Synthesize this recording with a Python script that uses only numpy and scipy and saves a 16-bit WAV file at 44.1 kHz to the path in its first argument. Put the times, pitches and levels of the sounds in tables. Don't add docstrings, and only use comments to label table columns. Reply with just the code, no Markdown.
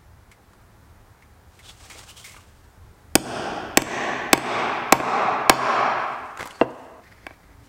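import sys
import numpy as np
from scipy import signal
from scipy.fft import rfft, irfft
from scipy.io import wavfile
from scipy.ndimage import uniform_filter1d, map_coordinates

SR = 44100
rng = np.random.default_rng(int(sys.argv[2]) if len(sys.argv) > 2 else 0)


def materialize(psi):
    bounded = np.clip(np.atleast_2d(psi).T, -1, 1)
    quanta = np.round(bounded * 32767).astype(np.int16)
    wavfile.write(sys.argv[1], SR, quanta)


N = 338688

# (s, force dB, depth of the prongs in the leather 0-1, clack dB, steel dB, seat resonance Hz, seat dB, steel pitch Hz)
BLOWS = [
    (3.154, -1.06, 0.06, -10.5, 1.3, 1517, 3, 8410),
    (3.7725, -0.5, 0.19, -5, 1, 1872, 7.5, 7600),
    (3.8197, -22.5, 0.2, -4, -2.5, 1900, -8, 8230),
    (4.3306, 1.65, 0.47, -2, -0.5, 2453, -4, 7935),
    (4.3762, -19.5, 0.5, -8.5, -8.5, 2370, -5.5, 7690),
    (4.9238, 2.5, 0.85, -2, -1.9, 822, 0, 7570),
    (5.0005, -19, 0.89, -4, -21.5, 1091, -6.5, 7290),
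    (5.4958, 2.5, 0.92, 1.5, -0.5, 800, 1, 6760),
    (7.2665, -27.5, 0.73, 2, -11, 1740, 2, 8240),
    (7.3076, -38.5, 0.93, -3.5, -26.7, 1727, 4, 7310)]
TINT_HZ = (300, 900, 2200, 6000)
# (Hz, dB, t60 s)
BENCH = [(284.5, -2.5, 0.023), (358.4, -2, 0.023), (445, -5.5, 0.018), (622.4, 2, 0.013), (812, -1, 0.02), (953, -22.5, 0.16),
         (1098, -0.5, 0.019), (1430, -10.5, 0.015), (1656, -2.5, 0.019), (2003, -5.5, 0.014),
         (2244, -4, 0.022), (2648, 2.5, 0.012), (3143, -3.5, 0.015), (3573, -2.5, 0.013),
         (4534, -4, 0.013), (4960, -5.5, 0.016), (5555, -1.5, 0.0094)]
# (multiple of the steel pitch, dB, t60 s)
CHISEL = [(0.638, -0.5, 0.008), (.803, 3.5, 0.0071), (1, 8.5, 0.006), (1.676, -2, 0.0056)]
# (Hz, dB, t60 s)
TOOL_RING = [(1640, -33.5, 0.21), (1680, -14, .03), (2276, -11.5, .06), (2290, -35.5, 0.55), (2696, -46, 0.36), (4100, -42, 0.15), (6200, -55, .3)]
# (s, peak dB, resonance Hz, resonance dB, brightness dB per octave, t60 s)
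TICKS = [(0.315, -41.5, 2120, 2.5, 6, 0.09), (0.533, -45.5, 1170, 3, 3, .046), (1.223, -45.5, 2140, 3, 3, 0.052), (1.591, -43, 2110, 5, 8, 0.09),
         (1.899, -35, 1900, -5, 8, .04), (2.343, -43, 1100, 10, -3, .045), (2.365, -32, 1140, 5.5, -2.5, 0.03), (2.383, -47, 1180, 7, -3, .045),
         (6.374, -21, 1215, 1, 2, 0.017), (6.3915, -25, 1170, 0, 1, .02), (6.3954, -22, 1170, 4, -2, 0.039),
         (6.407, -17, 1900, 2, -4.5, 0.028), (6.4104, -17.5, 1400, 4, -4, 0.016), (6.42, -22, 1500, 2, -3, 0.016), (6.4286, -11.5, 950, -6, -1.5, 0.015),
         (6.457, -27, 950, 6.5, -4, 0.058), (6.4735, -24.5, 1000, -3, 7, 0.018), (6.508, -35, 2900, 3, -1, 0.044)]
TICK_COLOUR = [(150, -4), (500, 6), (1500, 14), (3500, -3), (8000, -7.5), (15000, -25)]  # (Hz, dB)
SLEEVE_COLOUR = [(150, -2), (500, 0), (1200, 2), (2000, -2.5), (3000, 0), (4000, -1.5), (8500, -3), (11000, -14), (15000, -18)]  # (Hz, dB)
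PULL_COLOUR = [(80, -11), (250, -10), (1200, -0.5), (2200, -9.5), (3500, -15.5), (9000, -19.5), (15000, -38)]  # (Hz, dB)
# (Hz, dB per Hz) and its level
AIR, AIR_DB = [(15, -43), (25, -13), (79, -7), (113, -7.5), (136, -17), (209, -17), (227, -20.5), (421, -22), (567, -24),
               (848, -22), (1660, -27), (2420, -33.5), (2630, -37), (3090, -37.5), (15500, -44)], -52
HUM_HZ, HUM_DB = 71.6, -65
# (Hz, energy gain dB, t60 s)
WORKSHOP = [(130, -12, 0.37), (404, -14, 0.36), (1000, -13.5, 0.12), (3026, -20.5, 0.36), (7730, -24, 0.51), (13860, -24.5, 0.17)]
BLOOM = [(25, -32, .8), (60.4, -16, 0.57), (150, -4, 0.63), (286, -10, 0.8), (478, -3.5, 0.68), (687, -1, 0.74), (1090, 2, 0.79), (1300, 3, 0.84), (1670, -2, 0.81),
         (2590, -6.5, 0.76), (3670, -9, 0.69), (4400, -11.5, 0.64), (5570, -14, .6), (7600, -21.5, 0.5), (10700, -26, 0.4), (14000, -36, .3)]
BLOOM_RISE = 2.446
BLOOM_END_S = 7.035
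# (Hz, dB, t60 s)
DRONE = [(253.4, -64, 1.6), (429.4, -65, 3.2), (655, -66.5, 2.0)]
TOP_HZ = 15800
T = np.arange(N) / SR
PUT_DOWN_S, LANDING_DRONE_DB = 6.6122, -12
LANDING = [(129.6, -28, 0.31), (275, -8, 0.05), (380, -8.5, 0.045), (479, -6.5, 0.053), (663, -4.5, 0.043), (896, -11, 0.041),
           (1023, -11, 0.026), (1234, -16, 0.04), (1560, -16.5, 0.024), (1980, -13, 0.015),
           (2730, -16.5, 0.043), (3270, -19, 0.0096), (4230, -27, 0.012)]
LATE_RASP_COLOUR = [(300, -4.5), (1200, -10), (2000, 0), (3000, -18), (4600, -15), (8000, -27), (15000, -34)]  # (Hz, dB)

RUMBLE_HZ = 129.8
# (Hz, energy gain dB, t60 s)
LINGER = [(130, -24, 0.61), (270, -22, 1.4), (403, -20.5, 1.4), (652, -16.5, 1.6), (980, -10.5, 1.5), (1590, -13.5, 2.2), (2780, -20.5, 1.9), (6000, -15, 0.97)]
THUMP_DB, KNOCK_DB = (4.5, 0), (-5, 4.5)
REBOUND_S = .1
REBOUND_THUMP_DB = 6
BENCH_PITCH = (0.99, 0.97)
STEEL_DAMPING = 0.81
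# (start s, attack s, hold s, release s to -60 dB, level dB)
SLIDES = [(1.45, 0.44, 0.15, 2.1, -51), (5.85, 0.19, .3, .6, -60.5), (6.62, 0.093, 0.14, 0.7, -63), (7.56, 0.067, 0.11, .5, -63)]
# (start s, attack s, release s to -60 dB, level dB, resonance Hz, brightness dB per octave)
SCUFFS = [(1.61, 0.1, 0.06, -46.5, 3500, 0.5), (1.898, 0.0032, 0.36, -43, 2200, 0), (1.935, .015, 0.13, -48, 500, -4), (2.077, 0.029, 0.12, -45, 2900, 3.5),
          (2.158, 0.02, 0.34, -43.5, 3170, 3), (2.242, 0.0016, 0.5, -41.5, 2150, 4), (2.27, 0.0062, 0.74, -55, 2726, -2),
          (6.392, .012, 0.14, -36.5, 1710, -5), (6.432, .008, .08, -40, 2000, -2.5), (6.452, 0.0055, 0.05, -45, 13000, 5)]
# (start s, attack s, hold s, release s to -60 dB), level
PULL, PULL_DB = (6.375, 0.021, 0.054, 1.4), -42.5
PULL_END_S = 6.63
# (start s, attack s, hold s, release s to -60 dB), level
LATE_RASP, LATE_RASP_DB = (7.0, 0.039, 0.25, 1.1), -56
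# (start s, attack s, hold s, release s to -60 dB), pitch, level
TONE, TONE_HZ, TONE_DB = (7.25, 0.31, .3, .5), 280, -61.5
CRACK_COLOUR = [(1000, 2), (11000, -1.5), (15000, -8)]
SWELL_DB = 0.3
# (start s, attack s, hold s, release s to -60 dB), pitch, level
SQUEAK, SQUEAK_HZ, SQUEAK_DB = (6.53, 0.013, 0.033, .08), 4460, -54
SINK_START_S = 3.9
RUMBLE_DB, SINK_DB_PER_S, SINK_MOST_DB = 2.5, 6, 8
HISS_SINK = .2
# (Hz, dB, t60 s)
BOOM = [(132.1, -33, 0.5)]
# (Hz, width Hz, dB)
STANDING = [(88, 16, -7.5), (130, 16, 3), (167, 6.7, -7.5), (243.8, 9, 6.5), (278, 21, -3.5), (417, 42, 5.5), (505, 35, -4), (682, 16, 3.5), (3200, 350, 2)]
# (s, low peak Hz, dB, high peak Hz, dB, hollow Hz, dB)
TAIL_COLOUR = [(3.1543, 1550, -2, 5700, 1.5, 2250, -8), (3.7724, 1800, 4, 6350, 5, 5400, -2.5), (4.3305, 2100, 1.5, 3196, 3.5, 4200, -0.5),
               (4.9238, 1500, 3, 3400, 3, 6500, -3.5), (5.4959, 1400, 3, 2300, 1.5, 3700, -2)]
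TAIL_WIDTH = .11
DRONE_GROWTH_DB_PER_S = 5
TAIL_AIR_HZ, TAIL_AIR_WIDTH_HZ = 13000, 3200
TAIL_AIR_DB = (1, -7)
# (Hz, dB, t60 s)
HANDLE = [(239, -7, 0.031), (337, -3, .04), (547, 0, 0.028), (760, -6, .025)]


def undb(db):
    return 10 ** (np.asarray(db) / 20)


def log_interp(hz, points, values):
    return np.interp(np.log(np.maximum(hz, 1)), np.log(points), values)


def fade(t, t60):
    return np.exp(-np.log(1000) * t / t60)


def colour(x, spectrum, tilt_db=0):
    hz = np.maximum(np.fft.rfftfreq(len(x), 1 / SR), 1)
    db = log_interp(hz, *np.transpose(spectrum)) + tilt_db * np.log2(np.maximum(hz, 200) / 2000)
    y = irfft(rfft(x) * undb(db), len(x))
    return y / y.std()


def walk(rate):
    k = int(SR / rate)
    return 1.2 * uniform_filter1d(np.repeat(rng.standard_normal(N // k + 1), k), k)[:N]


def add(track, s, sound):
    i = int(s * SR)
    track[i:i + len(sound)] += sound[:N - i]


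def ring(modes, t):
    return sum(undb(db) * np.sin(2 * np.pi * hz * t) * fade(t, t60) for hz, db, t60 in modes)


def reverberate(x, bands, rise):
    t = T[:2 * SR]
    noise, hz = rfft(rng.standard_normal(len(t))), np.fft.rfftfreq(len(t), 1 / SR)
    response = 0
    for own, (_, db, t60) in zip(np.eye(len(bands)), bands):
        envelope = t ** rise * fade(t, t60)
        band = irfft(noise * log_interp(hz, [b[0] for b in bands], own))
        response = response + undb(db) * band * envelope / np.linalg.norm(envelope)
    return signal.fftconvolve(x, response)[:N]


def hammer(crack_db=-2, crack_t60=0.014, build_s=0.00065, contact_s=.0004, after_db=-6, seat_t60=0.0077, detune=0.0097):
    out, t = np.zeros(N), T[:SR // 2]
    previous_s = -np.inf
    for s, force_db, depth, clack_db, steel_db, seat_hz, seat_db, steel_hz in BLOWS:
        depth = np.clip(depth, 0, 1)
        thump_db = np.interp(depth, (0, 1), THUMP_DB) + REBOUND_THUMP_DB * (s - previous_s < REBOUND_S)
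        knock_db = np.interp(depth, (0, 1), KNOCK_DB)
        tint = lambda hz: log_interp(hz, TINT_HZ, [thump_db, knock_db, clack_db, steel_db])
        shift = np.interp(depth, (0, 1), BENCH_PITCH) + detune * rng.uniform(-0.82, 1, len(BENCH))
        wood = sum((-1) ** k * ring([(hz * shift[k], db + tint(hz), t60)], t) for k, (hz, db, t60) in enumerate(BENCH))
        seat = ring([(seat_hz, seat_db, seat_t60)], t)
        body = (wood + seat + ring(BOOM, t)) * (1 - np.exp(-t / build_s))
        steel = ring([(k * steel_hz, db, t60 / (1 + STEEL_DAMPING * depth)) for k, db, t60 in CHISEL], t)
        crack = undb(crack_db) * colour(rng.standard_normal(len(t)), CRACK_COLOUR) * fade(t, crack_t60)
        clang = undb(steel_db) * (steel + crack) * (1 - np.exp(-t / contact_s))
        after_ring = undb(clack_db - 0.3 * force_db + after_db) * ring(TOOL_RING, t)
        add(out, s, undb(force_db) * (body + clang + after_ring))
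        previous_s = s
    return out


def handling(gain_db=-9, sharpness=8):
    out, t = np.zeros(N), T[:SR // 6]
    for s, db, hz, resonance_db, tilt_db, t60 in TICKS:
        noise = rng.standard_normal(len(t))
        click = colour(noise, TICK_COLOUR, tilt_db) + undb(resonance_db) * resonate(noise, hz, sharpness)
        add(out, s, undb(db + gain_db) * click * fade(t, t60))
    return out


def rub(spectrum, grain_db, patchy_db, tilt_db=0):
    slips = rng.standard_normal(N) * undb(grain_db * np.repeat(rng.exponential(size=N // 16 + 1), 16)[:N])
    return colour(slips, spectrum, tilt_db) * undb(patchy_db * walk(60))


def workshop_air(air_db=-0.5):
    air = undb(AIR_DB + air_db + .5 * walk(1.8)) * colour(rng.standard_normal(N), AIR)
    rumble = signal.sosfiltfilt(signal.butter(2, RUMBLE_HZ, fs=SR, output="sos"), air)
    hum = np.sqrt(2) * np.sin(2 * np.pi * HUM_HZ * T + .8 * walk(6.0)) * undb(HUM_DB + 2.0 * walk(11))
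    tone = np.sqrt(2) * np.sin(2 * np.pi * TONE_HZ * T) * undb(TONE_DB) * envelope(*TONE)
    sunk_db = np.clip(SINK_DB_PER_S * (T - SINK_START_S), 0, SINK_MOST_DB)
    sunk_db = sunk_db * np.interp(T, (BLOOM_END_S - .06, BLOOM_END_S), (1, .18))
    hiss = (air - rumble) * undb(-HISS_SINK * sunk_db)
    return hiss + (rumble + hum) * undb(RUMBLE_DB - sunk_db + 2.1 * walk(20)) + tone


def put_down(build_s=0.00035, gain_db=-2, slap_db=-24, slap_tilt_db=-4, slap_t60=0.098, handle_s=0.00549, handle_db=-6, handle_build_s=0.0011):
    out, t = np.zeros(N), T[:SR // 2]
    thud = sum((-1) ** k * ring([mode], t) for k, mode in enumerate(LANDING))
    slap = undb(slap_db) * colour(rng.standard_normal(len(t)), TICK_COLOUR, slap_tilt_db) * fade(t, slap_t60)
    add(out, PUT_DOWN_S, undb(gain_db) * (thud + slap) * (1 - np.exp(-t / build_s)))
    add(out, PUT_DOWN_S + handle_s, undb(gain_db + handle_db) * ring(HANDLE, t) * (1 - np.exp(-t / handle_build_s)))
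    return out


def swell(x, bands, rise, count=4, drift_hz=2, drift_s=.005):
    out = 0
    for k in range(count):
        delay = drift_s * np.sin(2 * np.pi * (drift_hz * T + k / count))
        out = out + reverberate(map_coordinates(x, [(T - delay) * SR], order=3, prefilter=False), bands, rise)
    return out / np.sqrt(count)


def envelope(start_s, attack_s, hold_s, release_s):
    t = T - start_s
    return np.clip(t / max(attack_s, .001), 0, 1) * fade(np.maximum(t - attack_s - hold_s, 0), release_s)


def resonate(x, hz, sharpness):
    y = signal.lfilter(*signal.iirpeak(hz, sharpness, fs=SR), x)
    return y / y.std()


def sleeve(resonance_db=-3, sharpness=8):
    out = sum(undb(db) * envelope(*shape) for *shape, db in SLIDES) * rub(SLEEVE_COLOUR, grain_db=1.5, patchy_db=2.5)
    for s, attack_s, release_s, db, hz, tilt_db in SCUFFS:
        catch = rub(SLEEVE_COLOUR, grain_db=1.9, patchy_db=1.5, tilt_db=tilt_db)
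        rasp = catch + undb(resonance_db) * resonate(catch, hz, sharpness)
        out = out + undb(db) * envelope(s, attack_s, 0, release_s) * rasp
    return out


def chisel_moved(free_t60=.1, squeak_sharpness=40):
    drag = undb(PULL_DB) * envelope(*PULL) * fade(np.maximum(T - PULL_END_S, 0), free_t60)
    drag = drag * rub(PULL_COLOUR, grain_db=2.5, patchy_db=3.0)
    squeak = undb(SQUEAK_DB) * envelope(*SQUEAK) * resonate(rng.standard_normal(N), SQUEAK_HZ, squeak_sharpness)
    late_rasp = undb(LATE_RASP_DB) * envelope(*LATE_RASP) * rub(LATE_RASP_COLOUR, grain_db=-1.5, patchy_db=3.5)
    return drag + squeak + late_rasp


def drone(x, build_s=0.17):
    t = T[:3 * SR]
    return signal.fftconvolve(x, ring(DRONE, t) * (1 - np.exp(-t / build_s)))[:N]


def bells(x, peaks):
    hz = np.fft.rfftfreq(len(x), 1 / SR)
    db = sum(gain_db * np.exp(-((hz - centre) / width) ** 2) for centre, width, gain_db in peaks)
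    cepstrum = irfft(np.log(undb(db)), len(x))
    cepstrum[1:len(x) // 2] *= 2
    cepstrum[len(x) // 2 + 1:] = 0
    return irfft(rfft(x) * np.exp(rfft(cepstrum)), len(x))


def coloured_blows(x):
    out = np.zeros(N)
    for s, *peaks in TAIL_COLOUR:
        start_s = s - .005
        blow = x[int(start_s * SR):][:SR // 2]
        shape = [(hz, TAIL_WIDTH * hz, db) for hz, db in zip(peaks[::2], peaks[1::2])]
        air_db = np.interp(s, (TAIL_COLOUR[0][0], TAIL_COLOUR[-1][0]), TAIL_AIR_DB)
        add(out, start_s, bells(blow, shape + [(TAIL_AIR_HZ, TAIL_AIR_WIDTH_HZ, air_db)]))
    return bells(out, STANDING)


def scene():
    near = hammer() + put_down() + handling() + sleeve() + chisel_moved()
    return (near + reverberate(near, WORKSHOP, rise=0.12) + workshop_air())[None]


def record(dry):
    clipped = signal.resample_poly(np.clip(signal.resample_poly(dry[0], 2, 1), -1, 1), 1, 2)
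    hammering = (T > BLOWS[0][0] - .004) * (T < PULL[0])
    landed = T > PUT_DOWN_S - .004
    growth = undb(DRONE_GROWTH_DB_PER_S * np.minimum(T - BLOWS[5][0], 0))
    tails = undb(SWELL_DB) * swell(coloured_blows(clipped), BLOOM, BLOOM_RISE) + swell(clipped * landed, LINGER, rise=0.2)
    tails = tails + drone(clipped * (growth * hammering + undb(LANDING_DRONE_DB) * landed))
    sound = clipped + tails * np.clip((BLOOM_END_S - T) / 0.034, 0, 1)
    return signal.sosfiltfilt(signal.ellip(8, .1, 60, TOP_HZ, fs=SR, output="sos"), sound)[None]


dry = scene()
out = record(dry)
materialize(out)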